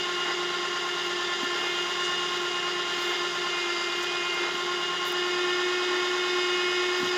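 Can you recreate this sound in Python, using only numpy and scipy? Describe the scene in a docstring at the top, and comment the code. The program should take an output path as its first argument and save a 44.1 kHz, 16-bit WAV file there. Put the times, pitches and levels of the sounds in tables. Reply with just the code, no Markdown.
"""In a yard, an electric winch runs steadily, raising a steel lattice mast.
Its 40-tooth gear whines: mesh harmonics and sidebands locked to the shaft throb once per turn, over a lower drone.
Noise shaped by worn teeth, brushes and the ringing housing rasps; cable scrapes and mast scuffs swell briefly.
The whine grows fuller as the load eases and the motor speeds up.
The hand that holds the microphone bumps its case, ringing decaying modes, and rubs it, giving grainy bright noise."""
import sys
import numpy as np
from scipy import signal
from scipy.fft import rfft, irfft, next_fast_len
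from scipy.io import wavfile
from scipy.ndimage import map_coordinates

SR = 44100
rng = np.random.default_rng(int(sys.argv[2]) if len(sys.argv) > 2 else 0)


def waveform_to_disk(signal):
    """Save audio, clipped to [-1, 1], as 16-bit WAV at the path in sys.argv[1]."""
    frames = np.transpose(np.atleast_2d(signal))
    scaled = np.clip(frames, -1, 1) * 32767
    samples = np.round(scaled).astype(np.int16)
    wavfile.write(sys.argv[1], SR, samples)


N = 316197
TIME = np.arange(N) / SR  # s
TEETH = 40


def from_db(db):
    """Decibel law: a level is twenty times the logarithm of an amplitude ratio."""
    return 10 ** (np.asarray(db) / 20)


def rms_one(x):
    """Normalisation: unit root-mean-square amplitude."""
    return x / np.sqrt(np.mean(x ** 2) + 1e-20)


def in_time(rows):
    """Linear interpolation: each column of a curve at every sample."""
    t, *columns = np.transpose(rows)
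    return [np.interp(TIME, t, column) for column in columns]


def drift(rate_hz):
    """Low-passed noise: a slow random fluctuation of unit rms, with a bandwidth of about rate_hz."""
    step, settling = 40, 2000  # samples per slow value; slow values discarded
    pole = np.exp(-2 * np.pi * step * rate_hz / SR)
    noise = rng.standard_normal(N // step + settling + 2)
    slow = signal.lfilter([1], [1, -2 * pole, pole * pole], noise)[settling:]
    return np.interp(np.arange(N) / step, np.arange(len(slow)), rms_one(slow))


def colour(x, spectrum, resonances=()):
    """Linear filtering: a broad spectrum with narrow resonant peaks and notches; the result has unit rms."""
    size = next_fast_len(N)
    hz = np.maximum(np.arange(size // 2 + 1) * SR / size, 1)
    points = np.array(spectrum)
    db = np.interp(np.log(hz), np.log(points[:, 0]), points[:, 1])
    for centre, width, peak_db in resonances:
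        db = db + peak_db / (1 + (2 * (hz - centre) / width) ** 2)
    return rms_one(irfft(rfft(x, size) * from_db(db), size)[:N])


def split(x, hz):
    """Complementary filtering: the parts of a sound below and above a frequency."""
    low = signal.sosfiltfilt(signal.butter(2, hz, fs=SR, output="sos"), x)
    return low, x - low


def swell(peak_s, half_width_s, db):
    """Gaussian envelope: a bell-shaped rise and fall, down to 1/e^2 at the half-width."""
    return from_db(db) * np.exp(-2 * ((TIME - peak_s) / half_width_s) ** 2)


# start and end of the teeth's move to a second seating: (t/s, t/s)
RESEATING = (4.95, 5.4)


def seated(first, second):
    """Change of contact: a quantity passes from its value in the first seating to that in the second."""
    return np.interp(TIME, RESEATING, (first, second))


# tooth-contact frequencies at which the strength of a resonant tone is given: (f/Hz, ...)
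SPEED_STEPS = (351, 354, 356.8, 358.8, 360.5)


def at_speed(speed, levels_db):
    """Resonance: a small change of speed moves a tone on or off a narrow mode of the frame."""
    return from_db(np.interp(speed, SPEED_STEPS, levels_db))


# motor speed, sagging and recovering with the load: (t/s, tooth-contact f/Hz)
MOTOR_SPEED = [(0.0, 356.2), (0.2, 356.3), (0.37, 355.6), (0.5, 356.2), (0.9, 355.3), (1.25, 354.2),
               (1.5, 355.1), (1.65, 353.4), (1.8, 354.1), (2.05, 357.7), (2.5, 355.4), (2.78, 355.9),
               (2.97, 353.9), (3.15, 354.1), (3.32, 355.7), (3.5, 354.0), (3.77, 349.6), (3.98, 353.4),
               (4.1, 354.1), (4.42, 352.0), (4.63, 356.7), (4.82, 356.0), (5.15, 358.0), (5.38, 358.0),
               (5.75, 360.5), (5.97, 360.3), (6.15, 361.0), (6.55, 359.1), (7.17, 361.3)]


def motor_speed():
    """Kinematics: the tooth-contact frequency follows the speed of the motor."""
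    speed, = in_time(MOTOR_SPEED)
    return speed


def shaft_turns(speed):
    """Phase integration: the gear's angle in turns sums its speed and a wobble within the tooth play."""
    wobble = seated(.085, .042) * drift(7)  # radians of one tooth contact, rms
    return (np.cumsum(speed) / SR + wobble / (2 * np.pi)) / TEETH


def partial(turns, per_turn, phase, waver):
    """Order tracking: a unit-rms tone locked to the shaft, wavering in strength and phase."""
    angle = 2 * np.pi * (per_turn * turns + phase)
    in_phase = (1 + waver * drift(7.2)) * np.cos(angle)
    quadrature = waver * drift(4.2) * np.sin(angle)
    return np.sqrt(2 / (1 + 2 * waver ** 2)) * (in_phase + quadrature)


# fingers rubbing on the case: (start t/s, length t/s, relative level/dB)
RUBS = [(1.04, .06, -63), (1.425, .03, -59), (1.5, .48, -66), (2.3, .2, -66), (2.9, .33, -62.5),
        (2.98, .17, -64), (3.95, .14, -63), (4.026, .018, -53), (4.34, .006, -47), (4.386, .004, -56),
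        (4.52, .16, -66), (5.047, .066, -49), (5.116, .016, -46), (6.96, .16, -57.5)]
# colour of the rubbing: (f/Hz, relative spectral density level/dB)
RUB_COLOUR = [(3000, -30), (8500, -6), (11000, 1), (13500, 2), (15800, -4)]


def rubs():
    """Stick-slip friction: skin on the case gives short, grainy, very bright rustles."""
    def push(start_s, length_s):
        progress = np.clip((TIME - start_s) / length_s, 0, 1) ** .7  # rises faster than it falls
        return np.sqrt(np.abs(np.sin(np.pi * progress)))

    pressure = sum(from_db(db) * push(start_s, length_s) for start_s, length_s, db in RUBS)
    grain_db = 4 * drift(400)
    return pressure * colour(rng.standard_normal(N) * from_db(grain_db), RUB_COLOUR)


# soft bumps of the hand: (start t/s, relative level/dB, lightness of touch/dB per octave)
BUMPS = [(1.427, -33, 7), (2.969, -43, -5), (4.535, -45, -3), (7.002, -39.5, 2), (7.026, -34.5, -6),
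         (7.06, -43, -7)]
# modes of the microphone's case: (f/Hz, relative level/dB, 60 dB decay time t/s)
CASE = [(122, -15.5, 0.09), (182, -4.5, 0.084), (263, 6, 0.053), (292, -9, 0.12)]


def bumps(trim_db=7.5, contact_s=0.0042):
    """Modal decay: a soft push rings the microphone's case; a light touch excites the lowest modes less."""
    out, age = np.zeros(N), TIME[:SR // 4]
    top_hz = CASE[-1][0]
    onset = (1 - np.exp(-age / contact_s)) ** 2
    for start_s, db, lightness in BUMPS:
        thud = 0
        for hz, mode_db, t60 in CASE:
            decay_db = mode_db + lightness * np.log2(hz / top_hz) - 60 * age / t60
            thud = thud + from_db(decay_db) * np.sin(2 * np.pi * (hz * age + rng.random()))
        start = round(start_s * SR)
        out[start:start + len(age)] += (from_db(db + trim_db) * thud * onset)[:N - start]
    return out


# short bright scuffs in the mast: (peak t/s, half-width t/s, relative level/dB, brightest f/Hz)
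SCUFFS = [(2.055, .025, -40, 6800), (4.032, .014, -43, 7200), (2.987, .014, -36, 4300)]
# colour of a scuff: (multiple of its brightest f, relative spectral density level/dB)
SCUFF_COLOUR = [(.37, -30), (.74, -5), (1, 0), (1.18, -10), (1.47, -28), (2.2, -45)]


def scuffs(trim_db=-0.5):
    """Friction noise: something in the mast brushes past, briefly and brightly."""
    out = 0
    for peak_s, half_width_s, db, hz in SCUFFS:
        noise = colour(rng.standard_normal(N), np.array(SCUFF_COLOUR) * [hz, 1])
        out = out + swell(peak_s, half_width_s, db + trim_db) * noise
    return out


# the cable scrapes as the drum winds it in: (peak t/s, half-width t/s, level/dB, squeal 0-1)
SCRAPES = [(.292, .06, -31.5, 1), (1.61, .11, -35.5, .1), (3.115, .1, -35.5, .7), (4.44, .09, -33.5, .3),
           (5.92, .12, -36.5, .5)]
# colour of the scrape: (f/Hz, relative spectral density level/dB)
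SCRAPE_COLOUR = [(60, -50), (250, -16), (350, 5), (430, -1), (550, -10), (800, -3), (1300, -3), (2100, -3),
                 (2400, -16), (3300, -10), (6000, -26), (12000, -60)]
# squealing modes: (f/Hz, width f/Hz, gain level/dB at full squeal)
SCRAPE_MODES = [(1760, 60, 9), (1985, 110, 12)]


def scrapes():
    """Friction-excited resonance: the cable slips in short grating swells; some of them squeal."""
    grain_db = 1.5 * drift(80)
    slips = rng.standard_normal(N) * from_db(grain_db)
    out = 0
    for peak_s, half_width_s, db, squeal in SCRAPES:
        modes = np.array(SCRAPE_MODES) * [1, 1, squeal]
        out = out + swell(peak_s, half_width_s, db) * colour(slips, SCRAPE_COLOUR, modes)
    return out


# strength of the slow gear stage's tone, one value per speed step: (level/dB, ...)
DRONE_LEVELS = (-67, -58.5, -55, -58, -72)


def drone(turns, speed):
    """Gear ratio: a slower stage, at 19.2 cycles per turn, drones about an octave under the whine."""
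    return at_speed(speed, DRONE_LEVELS) * partial(turns, 19.2, rng.random(), waver=0.092)


# colour of the rasp: (f/Hz, relative spectral density level/dB)
RASP_COLOUR = [(25, -110), (55, -90.5), (130, -81.5), (270, -76.5), (420, -69), (530, -74.5), (720, -71),
               (1900, -68), (3500, -66), (4200, -72), (7100, -79), (8300, -94.5), (11300, -98.5),
               (15700, -110)]
# resonances of housing and mast, and the notches between them: (f/Hz, width f/Hz, gain level/dB)
HOUSING = [(209, 45, 2), (417, 8.7, -14.5), (532, 74, -5), (1064, 41, 8.5), (1392, 34, 8.5),
           (1767, 25, 9.5), (1990, 48, 3.5), (2353, 78, -12.5), (2557, 59, -11), (2845, 35, 8),
           (2960, 46, 2.5), (3785, 37, 4), (4450, 200, -10), (4580, 57, 12.5), (4900, 78, 9),
           (5104, 43, 10.5), (5260, 55, -7.5), (6580, 76, 7.5), (7160, 110, -3), (7140, 86, 12.5)]
# finer peaks and notches of the lattice and the yard's walls: (f/Hz, width f/Hz, gain level/dB)
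LATTICE = [(889, 26, 3.0), (955, 22, -4.5), (1259, 43, 3.0), (2047, 43, -3.5), (2208, 33, -4.0),
           (2378, 27, 3.5), (2440, 30, -6.5), (2555, 22, 4.5), (2674, 22, -6.5), (3030, 39, 3.5),
           (3268, 22, 4.0), (3401, 172, -2.0), (3681, 63, -3.5), (3761, 35, 3.0), (3906, 33, -3.0),
           (4051, 42, 3.0), (4145, 63, -4.0), (4571, 36, -4.0), (4660, 27, 3.5), (4991, 54, 3.5),
           (5110, 22, -3.5), (5186, 63, -5.0), (5379, 46, 4.0), (5572, 128, -3.5), (6414, 39, -7.5),
           (6912, 79, -3.5), (7122, 37, -5.0), (8441, 51, 5.0), (8622, 209, -2.5), (9541, 42, 5.0),
           (9723, 122, -5.0)]
# strength of the brushes' hiss: (t/s, relative level/dB)
HISS = [(0.0, -39), (0.4, -40), (2.29, -38.5), (2.85, -40), (2.87, -38.5), (4.93, -40), (5.97, -38.5),
        (7.17, -38)]


def rasp(turns, rattle_db=-32.5, hiss_trim_db=6.0, repeating=0.39, wear_hz=2400, hiss_hz=2800):
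    """Forced vibration: sliding teeth shake the housing; the same worn spots recur on every turn."""
    flanks = rng.standard_normal(size=4800)  # roughness around one turn
    worn = rms_one(map_coordinates(flanks, [turns % 1 * len(flanks)], order=3, mode="grid-wrap"))
    smooth, fine = split(rng.standard_normal(N), wear_hz)
    worn_low, _ = split(worn, wear_hz)
    force = np.sqrt(repeating) * worn_low + np.sqrt(1 - repeating) * smooth + fine
    # friction pulses with each tooth, each turn of the rotor (five to one) and each turn of the gear
    angle = 2 * np.pi * turns
    force *= 1 + .05 * np.cos(TEETH * angle) + .015 * np.cos(5 * angle) + .025 * np.cos(angle)
    # friction also differs from tooth to tooth
    unevenness = rng.standard_normal(TEETH)
    force *= 1 + .1 * np.interp(turns * TEETH, np.arange(TEETH), unevenness, period=TEETH)
    low, high = split(colour(force, RASP_COLOUR, HOUSING + LATTICE), hiss_hz)
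    hiss_db, = in_time(HISS)
    return from_db(rattle_db) * low + from_db(hiss_db + hiss_trim_db) * high


# hum of the tooth contacts: (relative level/dB in first seating, in second)
HUM_LEVELS = (-39, -32)
# third harmonic, one value per speed step: (relative level/dB, ...)
THIRD_LEVELS = (-71, -52.5, -44, -50.5, -56)
# the other mesh harmonics: (harmonic, relative level/dB in first seating, in second)
MESH = [(2, -56, -58), (4, -51, -50), (5, -50.5, -42.0), (6, -47.5, -43), (7, -55, -45), (8, -43.5, -49.5),
        (9, -51, -50), (10, -49, -44.5), (11, -55.5, -54.5), (12, -65.5, -65.0), (13, -53, -52.5),
        (14, -55, -50), (15, -63.5, -60.0), (16, -62.0, -65.5), (17, -71.0, -69.5), (18, -70.5, -70.0),
        (19, -67.0, -70.5), (20, -68.5, -71.0), (30, -80, -77), (31, -80, -79), (32, -80, -77)]
# sidebands from uneven teeth: (cycles per turn, relative level/dB in first seating, in second)
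SIDEBANDS = [(32, -73.0, -58.0), (36, -63.0, -56.0), (37, -73.0, -58.0), (39, -58, -62), (41, -55, -55),
             (42, -58.5, -57.0), (43, -59.0, -63.5), (44, -51.5, -60.0), (45, -48.5, -63.0),
             (47, -62.5, -63.5), (48, -56.5, -58), (52, -61.5, -55.5), (60, -63.0, -66.5),
             (68, -62.5, -57.0), (70, -62.0, -61.5), (75, -59.5, -57.5), (76, -60.0, -58.5),
             (77, -60.0, -64.5), (82, -60.5, -61.0), (83, -61.5, -59.0), (84, -63.5, -58.5),
             (85, -68.5, -59.5), (88, -62, -64), (90, -64.0, -53.0), (91, -63.5, -59.5), (92, -52.5, -51),
             (96, -62, -57), (104, -60.5, -59.0), (105, -61.0, -62.0), (106, -63.0, -64.5),
             (112, -56.0, -64.5), (115, -60.5, -55.0), (116, -54.5, -49.0), (117, -56.0, -53.5),
             (118, -56, -47.5), (119, -44.5, -42.0), (121, -57, -61), (124, -62.5, -49),
             (125, -49.5, -49.5), (140, -55.0, -53.0), (145, -57.0, -58.5), (148, -58.0, -56.5),
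             (156, -49.0, -41.0), (158, -43, -46.5), (159, -48, -62), (161, -58, -60), (190, -59.5, -54.5),
             (193, -56.0, -59.5), (196, -56.0, -60.0), (198, -59.0, -54.0), (201, -53.0, -53.0),
             (203, -60.5, -53.5), (204, -60.0, -52.5), (208, -62.0, -55.0), (212, -59.5, -53.5),
             (220, -54.0, -55.5), (236, -51.5, -50.0), (238, -55.0, -61.5), (239, -56, -49.5),
             (304, -54.5, -57.0), (308, -60.0, -54.5), (312, -56.0, -58.5), (317, -58.0, -61.0),
             (319, -57, -56), (324, -54.0, -49.5), (332, -58.5, -53.5), (340, -55.5, -54.5),
             (352, -61.0, -53.0), (364, -62.0, -53.5), (396, -56.0, -62.5), (399, -60, -52)]
# off-centre running makes each harmonic peak at its own point: (harmonic, turns, throb depth 0-1)
HIGH_SPOTS = [(1, .5, .02), (2, .6, 0), (3, .66, .14), (4, .76, 0), (5, 1.15, .05), (6, .3, .08),
              (7, .7, .02), (8, 1.13, .02), (10, 1.1, .12)]
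# a harmonic sings out and fades: (harmonic, peak t/s, half-width t/s, relative added level/dB)
SWELLS = [(4, 3.83, 0.41, -52.5), (4, 4.35, 0.15, -49.5), (5, 1.29, 0.7, -44.5), (5, 2.13, 0.11, -48.5),
          (5, 3.09, 0.7, -47.5), (5, 4.11, 0.16, -47.5), (5, 5.48, 0.63, -49.5), (6, 1.7, 0.14, -41.5),
          (6, 3.08, 0.14, -43.5), (6, 3.76, 0.32, -41.0), (6, 4.37, 0.26, -43.0), (6, 6.68, 0.39, -45.5),
          (7, 1.71, 0.16, -50.0), (7, 2.79, 0.64, -51.5), (7, 3.6, 0.14, -45.5), (7, 4.18, 0.48, -44),
          (7, 6.67, 0.39, -51.5), (8, 0.01, 0.16, -40.5), (8, 0.26, 0.08, -42), (8, 1.69, 0.2, -45.0),
          (8, 2.17, 0.26, -38), (8, 2.62, 0.28, -46.0), (8, 3.1, 0.3, -47), (8, 4.29, 0.17, -46.5),
          (8, 5.13, 0.4, -43.5), (8, 5.55, 0.15, -42.0), (8, 5.95, 0.12, -43.0), (8, 6.54, 0.32, -38.0),
          (9, 1.3, 0.35, -48.5), (9, 1.72, 0.2, -48.0), (9, 3.05, 0.3, -49), (9, 4.19, 0.39, -49.0),
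          (10, 1.7, 0.2, -50), (10, 3.1, 0.2, -50), (10, 1.25, 0.17, -48.0), (10, 2.15, 0.15, -47.5),
          (10, 5.53, 0.1, -49.0), (13, 2.68, 0.09, -55.5), (13, 6.34, 0.1, -56.0), (14, 3.78, 0.1, -47.5),
          (14, 5.13, 0.08, -52.5), (14, 6.45, 0.46, -51.5), (14, 7.16, 0.18, -49.0)]


def whine(turns, speed, hum_trim_db=1.14, third_trim_db=5, mesh_trim_db=2.0, swell_trim_db=0.3, sideband_trim_db=0.18):
    """Gear-mesh modulation: tooth-contact harmonics, with sidebands that beat against them every turn."""
    phases = rng.random(TEETH)  # cycles
    harmonics, high_spots, depths = np.transpose(HIGH_SPOTS)
    mesh_waver, waver_per_harmonic = .09, .018  # shares of strength
    sideband_stray = .3  # radians rms
    throb_smear = .25  # the frame delays neighbouring sidebands, stretching each throb (cycles)

    def strength(levels_db):
        return seated(*from_db(levels_db))

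    def past_high_spot(harmonic):
        return turns - np.interp(harmonic, harmonics, high_spots)

    def throb(harmonic):
        depth = np.interp(harmonic, harmonics, depths)
        return (1 + depth * np.cos(2 * np.pi * past_high_spot(harmonic))) / (1 + depth / 2)

    def tone(harmonic, waver):
        cycles = partial(past_high_spot(harmonic), harmonic * TEETH, phases[harmonic], waver)
        return throb(harmonic) * cycles

    wander_db = seated(1.7, .4) * drift(6)  # the hum wanders more under heavy load
    out = from_db(hum_trim_db + wander_db) * strength(HUM_LEVELS) * tone(1, waver=0.075)
    out += from_db(third_trim_db) * at_speed(speed, THIRD_LEVELS) * tone(3, mesh_waver)
    for harmonic, *levels in MESH:
        singing = 0
        for which, peak_s, half_width_s, db in SWELLS:
            if which == harmonic:
                singing = singing + swell(peak_s, half_width_s, db + swell_trim_db)
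        amplitude = from_db(mesh_trim_db) * strength(levels) + singing
        out += amplitude * tone(harmonic, mesh_waver + waver_per_harmonic * harmonic)
    for per_turn, *levels in SIDEBANDS:
        # a harmonic's closest neighbours swell with it around the high spot; the others lie anywhere
        nearest = round(per_turn / TEETH)
        offset = per_turn - nearest * TEETH
        close = abs(offset) <= 2
        phase = phases[nearest] + throb_smear * offset * (offset + 1) / 2
        if not close:
            phase += rng.random()
        angle = 2 * np.pi * (per_turn * past_high_spot(nearest) + phase) + sideband_stray * drift(2.8)
        amplitude = np.sqrt(2) * from_db(sideband_trim_db) * strength(levels)
        out += amplitude * np.cos(angle) * (throb(nearest) if close else 1)
    return out


def scene():
    """Superposition: the hand at the microphone, the mast, the cable and the winch add linearly."""
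    speed = motor_speed()
    turns = shaft_turns(speed)
    hand = rubs() + bumps()
    mast_and_cable = scuffs() + scrapes()
    winch = drone(turns, speed) + rasp(turns) + whine(turns, speed)
    return (hand + mast_and_cable + winch)[None]


def record(dry):
    """Elliptic low-pass filtering: the top is cut steeply above 15750 Hz."""
    return signal.sosfilt(signal.ellip(12, .1, 90, 15750, fs=SR, output="sos"), dry)


dry = scene()
out = record(dry)
waveform_to_disk(out)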